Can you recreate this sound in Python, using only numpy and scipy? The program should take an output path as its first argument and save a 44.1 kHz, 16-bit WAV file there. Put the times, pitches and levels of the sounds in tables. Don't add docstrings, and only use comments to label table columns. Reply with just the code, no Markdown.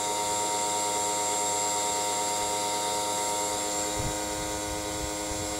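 import sys
import numpy as np
from scipy import signal
from scipy.fft import rfft, irfft
from scipy.io import wavfile
from scipy.ndimage import uniform_filter1d, map_coordinates

SR = 44100
rng = np.random.default_rng(int(sys.argv[2]) if len(sys.argv) > 2 else 0)


def transcribe(u):
    v = np.clip(np.atleast_2d(u).T, -1, 1)
    q = np.round(v * 32767).astype(np.int16)
    wavfile.write(sys.argv[1], SR, q)


N = 246519
TIME = np.arange(N) / SR
FRAME_RATE = 100
CYCLE = 3
EDGE_HZ = 15750

# time_s [s], speed [turns/s]
SHAFT_SPEED = [(0.0, 103.5), (.75, 103.46), (1.85, 103.3), (3.1, 103.46), (3.5, 103.3), (4.3, 103.64),
               (5.59, 103.61)]
# time_s [s], swing [0 above the motor to 1 aside]
MIC_SWING = [(0, 0.14), (1.5, 0.12), (2.9, 0.097), (3.3, 0.15), (3.55, 0.44), (3.9, 0.724), (4.2, 0.93),
             (5.59, 1)]
# time_s [s], level_db [dB]
LOAD_SWELL = [(0, -0.5), (.6, -0.24), (1.5, -0.07), (2.6, 0), (3.3, -0.2), (3.85, 0.7), (4.3, -0.4),
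              (5, -1), (5.59, -0.4)]

# order [cycles/turn], above_db [dB above the motor], aside_db [dB aside]
DRIVE_TONES = [(1, -53, -62), (3, -47.8, -40), (4, -45.5, -47.5), (5, -41, -41), (6, -44, -46),
               (7, -39, -45), (8, -52, -54), (10, -56, -52), (11, -51, -58), (12, -49, -52), (13, -48, -60),
               (14, -63, -51), (15, -60, -64), (17, -61, -62), (19, -56, -54), (20, -51, -58),
               (21, -53, -53), (23, -57, -55), (26, -60, -72), (32, -59, -59), (33, -60, -56),
               (36, -44.5, -55), (37, -56, -54), (38, -53, -57), (47, -51, -68), (48, -67, -56),
               (63, -55, -60), (66, -55, -52), (69, -44, -47.5), (70, -50, -53), (71, -53, -50),
               (74, -56, -62), (75, -53, -57), (81, -57, -58), (82, -49, -60), (86, -54, -56),
               (87, -53, -65), (98, -54, -66), (105, -55, -65), (108, -60, -56), (144, -69, -63)]
# pitch_hz [Hz], above_db [dB], aside_db [dB]
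BUZZ_ENVELOPE = [(210.0, -49.5, -51.5), (1860.0, -69, -82), (2300, -74, -65), (2880, -64.5, -71),
                 (4080, -55.5, -60), (4660, -68.5, -56), (5900, -56, -78.5), (7030.0, -67, -62),
                 (8480.0, -72, -61.5), (9500, -52.5, -64), (11000, -69, -62), (11200, -58, -62),
                 (13000, -92, -78), (15100.0, -71, -70)]
# time_s [s], level_db [dB]
MAIN_NOTE = [(0.1, -34), (0.2, -33), (3.39, -34.5), (3.66, -40), (5.18, -44), (5.5, -45.5)]
NOTE_ORDER = 9
# time_s [s], level_db [dB]
TREBLE_RING = [(0.05, -48), (0.68, -51), (3.07, -47), (3.45, -54), (3.54, -44), (3.62, -56), (4.41, -62),
               (5.55, -52)]
RING_ORDER = 46
# time_s [s], level_db [dB]
HIGH_WHINE = [(0.05, -43), (0.14, -53), (0.34, -39.5), (1.69, -34.5), (3.08, -43), (3.17, -36.5),
              (3.34, -40.5), (3.37, -38), (3.56, -45), (3.59, -38.5), (3.82, -35.5), (4.02, -49),
              (4.19, -41), (4.35, -49), (5.55, -41.5)]
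WHINE_PAIR = (72, 73)
UPPER_SHARE_ABOVE, UPPER_SHARE_ASIDE = 0.86, 0.22

# order [cycles/turn], above_db [dB], aside_db [dB]
GEAR_TONES = [(1.745, -54.5, -57), (2.6, -63, -67), (4.087, -46, -48.5), (6.667, -64, -58),
              (13.333, -61, -68), (15.333, -66, -58), (20.087, -57, -63), (33.667, -55, -62),
              (37.333, -60, -57), (40.667, -66, -58), (52.333, -68, -56)]
# pitch_hz [Hz], above_db [dB per Hz], aside_db [dB per Hz]
HISS_COLOUR = [(40, -23, -7), (132, 5, 11), (240, 10, 11.5), (477, 19, 15.5), (870, 15, 12), (1450, 6.5, 6),
               (1790, 7.5, 5), (2150, 14, 12), (2430, 2.5, 0.5), (3110, 2.5, 4.5), (3480, 14, 5.5),
               (5530, 8, 8), (7870, 13.5, 11), (7940, 7.5, 4.5), (8900, 10.5, 8.5), (12350, -1.5, -7.5),
               (15500, -8.5, -8)]
HISS_DB = -36.5
# time_s [s], gain [ratio]
DOOR_REFLECTION = [(2.9, 0.051), (3.15, 0.11), (3.4, 0.41), (3.75, 0.33), (3.95, 0.014), (4.2, 0)]

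# pitch_hz [Hz], level_db [dB per Hz]
RUMBLE_COLOUR = [(10, -31), (30, -4), (55, 5), (85, 4), (170, -5.5), (260, -15.5), (500, -36), (2000, -82)]
AIR_ABOVE_DB, AIR_ASIDE_DB, LUMPS_DB, LUMP_S = -63.5, -45.5, 1.5, 0.09
# [half length, s]
AIR_GUSTS = [(0.297, -54, 0.1), (1.92, -55, .05), (2.46, -49, 0.055), (2.97, -55, .04), (3.544, -47, 0.055),
             (4.045, -32, .07), (4.42, -41, 0.057), (4.75, -39.5, 0.098), (5.007, -40.5, 0.11),
             (5.413, -42, .05)]
# peak_s [s], peak_db [dB], pitch_hz [Hz]
AIR_BUFFETS = [(2.43, -42, 42), (4.002, -26, 56), (4.026, -24, 60), (4.067, -21, 91.5), (5.037, -35, 70),
               (5.318, -27.5, 75)]


def amp(db):
    return 10 ** (np.asarray(db) / 20)


def curve(rows, t, axis=1):
    rows = np.asarray(rows, float)
    return np.interp(t, rows[:, 0], rows[:, axis])


def spectrum(rows, hz, axis=1):
    rows = np.asarray(rows, float)
    return np.interp(np.log(hz + 1), np.log(rows[:, 0]), rows[:, axis])


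def bin_hz(size):
    return np.fft.rfftfreq(size, 1 / SR)


def unit(x):
    return x / np.sqrt(np.mean(abs(x) ** 2) + 1e-20)


def complex_noise(shape):
    return rng.standard_normal(shape) + 1j * rng.standard_normal(shape)


def drift(shape, span):
    keep = np.exp(-(np.fft.fftfreq(shape[0]) * span * np.pi) ** 2)
    smoothed = np.fft.fft(complex_noise(shape), axis=0) * keep[:, None]
    return unit(np.fft.ifft(smoothed, axis=0))


def mic_swing(t):
    return np.clip(curve(MIC_SWING, t), 0, 1)


def heard_db(above_db, aside_db, t):
    swing = mic_swing(t)[:, None]
    return (1 - swing) * above_db + swing * aside_db + curve(LOAD_SWELL, t)[:, None]


def motor(turns, fading=0.57, whine_fading=0.2, fading_hz=4970.0, flutter=0.26, flutter_span=4.4,
          throb=0.15, throb_hz=930, dispersion=8.2, jumble_hz=1140.0):
    size, top_order, slow_gear = 8192, 153, 0.087
    t = np.arange(int(TIME[-1] * FRAME_RATE) + 2) / FRAME_RATE
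    line = np.arange(top_order * CYCLE)
    order = line / CYCLE
    hz = order * np.mean(curve(SHAFT_SPEED, t))
    level_db = line_levels(hz, t)

    path = np.rint((t + 2 * mic_swing(t)) * FRAME_RATE).astype(int)
    steadier = np.isin(order, (NOTE_ORDER, RING_ORDER, *WHINE_PAIR))
    depth = np.where(steadier, whine_fading, fading) * np.minimum(hz / fading_hz, 1)
    wandering = drift((2 * len(t), len(line)), 84)[path]
    fade = (1 + depth * wandering) / np.sqrt(1 + depth ** 2)

    rough = flutter * hz / 10000 * drift(level_db.shape, flutter_span)

    jumble, lag = rng.random((2, len(line)))
    gear_cycles = slow_gear * np.interp(t, TIME, turns)[:, None] + lag
    side = throb * np.minimum(hz / throb_hz, 1) * np.exp(2j * np.pi * gear_cycles)

    start_cycles = jumble * np.minimum(hz / jumble_hz, 1) ** 2 - dispersion * np.sqrt(order)
    lines = amp(level_db) * fade * (1 + rough + side) * np.exp(2j * np.pi * start_cycles)
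    lines = lines * (line >= CYCLE)

    shapes = irfft(lines, size, axis=1) * size / np.sqrt(2)
    shaft_angle = turns / CYCLE % 1 * size
    return map_coordinates(shapes, [TIME * FRAME_RATE, shaft_angle], order=1, mode="grid-wrap")


def line_levels(hz, t, tone_db=0.28, buzz_db=-3.0, scatter_db=4.0,
                third_db=-7.0, third_fade_hz=8900.0, third_low_hz=700.0):
    bass_cut_db = 20 * np.log10(np.maximum(third_low_hz / (hz + 1), 1) ** 2)
    weak_db = third_db - 10 * hz / third_fade_hz - bass_cut_db
    between_db = np.where(np.arange(len(hz)) % CYCLE, weak_db, 0)

    buzz = [spectrum(BUZZ_ENVELOPE, hz, axis=1), spectrum(BUZZ_ENVELOPE, hz, axis=2)]
    place_db = np.array(buzz) + buzz_db + between_db
    place_db -= 20 * np.log10(np.maximum(450 / (hz + 1), 1))
    place_db += scatter_db * np.clip(rng.standard_normal(place_db.shape), -2, 1)
    for order, above_db, aside_db in DRIVE_TONES:
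        place_db[:, order * CYCLE] = above_db + tone_db, aside_db + tone_db

    level_db = heard_db(*place_db, t)
    level_db[:, NOTE_ORDER * CYCLE] = curve(MAIN_NOTE, t)
    level_db[:, RING_ORDER * CYCLE] = curve(TREBLE_RING, t)

    swing = mic_swing(t)
    upper = np.clip((1 - swing) * UPPER_SHARE_ABOVE + swing * UPPER_SHARE_ASIDE, 0, 1)
    for order, share in zip(WHINE_PAIR, (1 - upper, upper)):
        level_db[:, order * CYCLE] = curve(HIGH_WHINE, t) + 10 * np.log10(share + 1e-9)
    return level_db


def gears(turns, waver=0.31, waver_hz=1500.0):
    orders, above_db, aside_db = np.transpose(GEAR_TONES)
    t = np.arange(0, TIME[-1], 1 / FRAME_RATE)
    hz = orders * np.mean(curve(SHAFT_SPEED, t))
    depth = waver * np.minimum(hz / waver_hz, 1)
    gains = amp(heard_db(above_db, aside_db, t)) * (1 + depth * drift((len(t), len(orders)), 11))
    out = np.zeros(N)
    for order, gain in zip(orders, gains.T):
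        rotation = np.exp(2j * np.pi * (order * turns + rng.random()))
        out += (np.interp(TIME, t, gain) * rotation).real
    return np.sqrt(2) * out


def brushes(turns, ripple_db=3.5, ripple_span=1.42, ripple_hz=2020.0, patch_db=1.5,
            pulsing=0.11, contact_pulsing=0.1):
    size, hop, contacts = 2048, 512, 4
    hz, t = bin_hz(size), np.arange(N // hop + 5) * hop / SR

    ripple_depth_db = ripple_db * np.minimum(0.5 + hz / ripple_hz / 2, 1)
    ripple = ripple_depth_db * unit(drift((len(hz), 2), ripple_span).real).T
    above_db = spectrum(HISS_COLOUR, hz, axis=1) + ripple[0]
    aside_db = spectrum(HISS_COLOUR, hz, axis=2) + ripple[1]
    level_db = heard_db(above_db, aside_db, t)

    patches = uniform_filter1d(drift(level_db.shape, 1.4).real, size=24, axis=1)
    level_db += patch_db * unit(patches)

    bins = amp(level_db) * complex_noise(level_db.shape)
    noise = signal.istft(bins.T, nperseg=size, noverlap=size - hop)[1][:N]
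    shaft_pulse = pulsing * np.cos(2 * np.pi * turns)
    contact_pulse = contact_pulsing * np.cos(2 * np.pi * contacts * turns)
    return amp(HISS_DB) * unit(noise * (1 + shaft_pulse + contact_pulse))


def door(x, lowest_hz=3200.0, first_ms=0.397, spread_ms=3.0, travel_ms=0.96, count=6):
    high_pass = signal.butter(2, lowest_hz, "highpass", fs=SR, output="sos")
    treble = signal.sosfilt(high_pass, x)
    moved_ms = travel_ms * mic_swing(TIME)
    echoes = np.zeros(N)
    for distance, heading in rng.random((count, 2)):
        delay_ms = first_ms + travel_ms + spread_ms * distance + moved_ms * np.cos(np.pi * heading)
        echoes += map_coordinates(treble, [(TIME - delay_ms / 1000) * SR], order=2)
    return x + curve(DOOR_REFLECTION, TIME) * echoes / np.sqrt(count)


def air(buffet_cycles=0.38):
    coloured = rfft(rng.standard_normal(N)) * amp(spectrum(RUMBLE_COLOUR, bin_hz(N)))
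    rumble = unit(irfft(coloured, N))
    t = np.arange(0, TIME[-1], 1 / FRAME_RATE)
    swing = mic_swing(t)
    lumps = unit(drift((len(t), 1), LUMP_S * FRAME_RATE).real)[:, 0]
    level_db = (1 - swing) * AIR_ABOVE_DB + swing * AIR_ASIDE_DB + LUMPS_DB * lumps
    power = amp(level_db) ** 2
    for peak_s, gust_db, half_s in AIR_GUSTS:
        gust = amp(gust_db) * np.exp(-((t - peak_s) / half_s) ** 2)
        power += gust ** 2
    out = rumble * np.interp(TIME, t, np.sqrt(power))

    for peak_s, peak_db, pitch_hz in AIR_BUFFETS:
        cycles = (TIME - peak_s) * pitch_hz
        out -= amp(peak_db) * np.cos(2 * np.pi * cycles) * np.exp(-(cycles / buffet_cycles) ** 2)
    return out


def shaft(speed_jitter=0.000301):
    t = np.arange(0, TIME[-1], 1 / FRAME_RATE)
    unsteady = np.interp(TIME, t, unit(drift((len(t), 1), 7.22).real)[:, 0])
    return np.cumsum(curve(SHAFT_SPEED, TIME) * (1 + speed_jitter * unsteady)) / SR


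def scene():
    turns = shaft()
    lift = motor(turns) + gears(turns) + brushes(turns)
    return (door(lift) + air())[None]


def record(dry):
    low_pass = signal.firwin(801, EDGE_HZ, window=("kaiser", 9), fs=SR)
    return signal.oaconvolve(dry, low_pass[None], "same")


dry = scene()
out = record(dry)
transcribe(out)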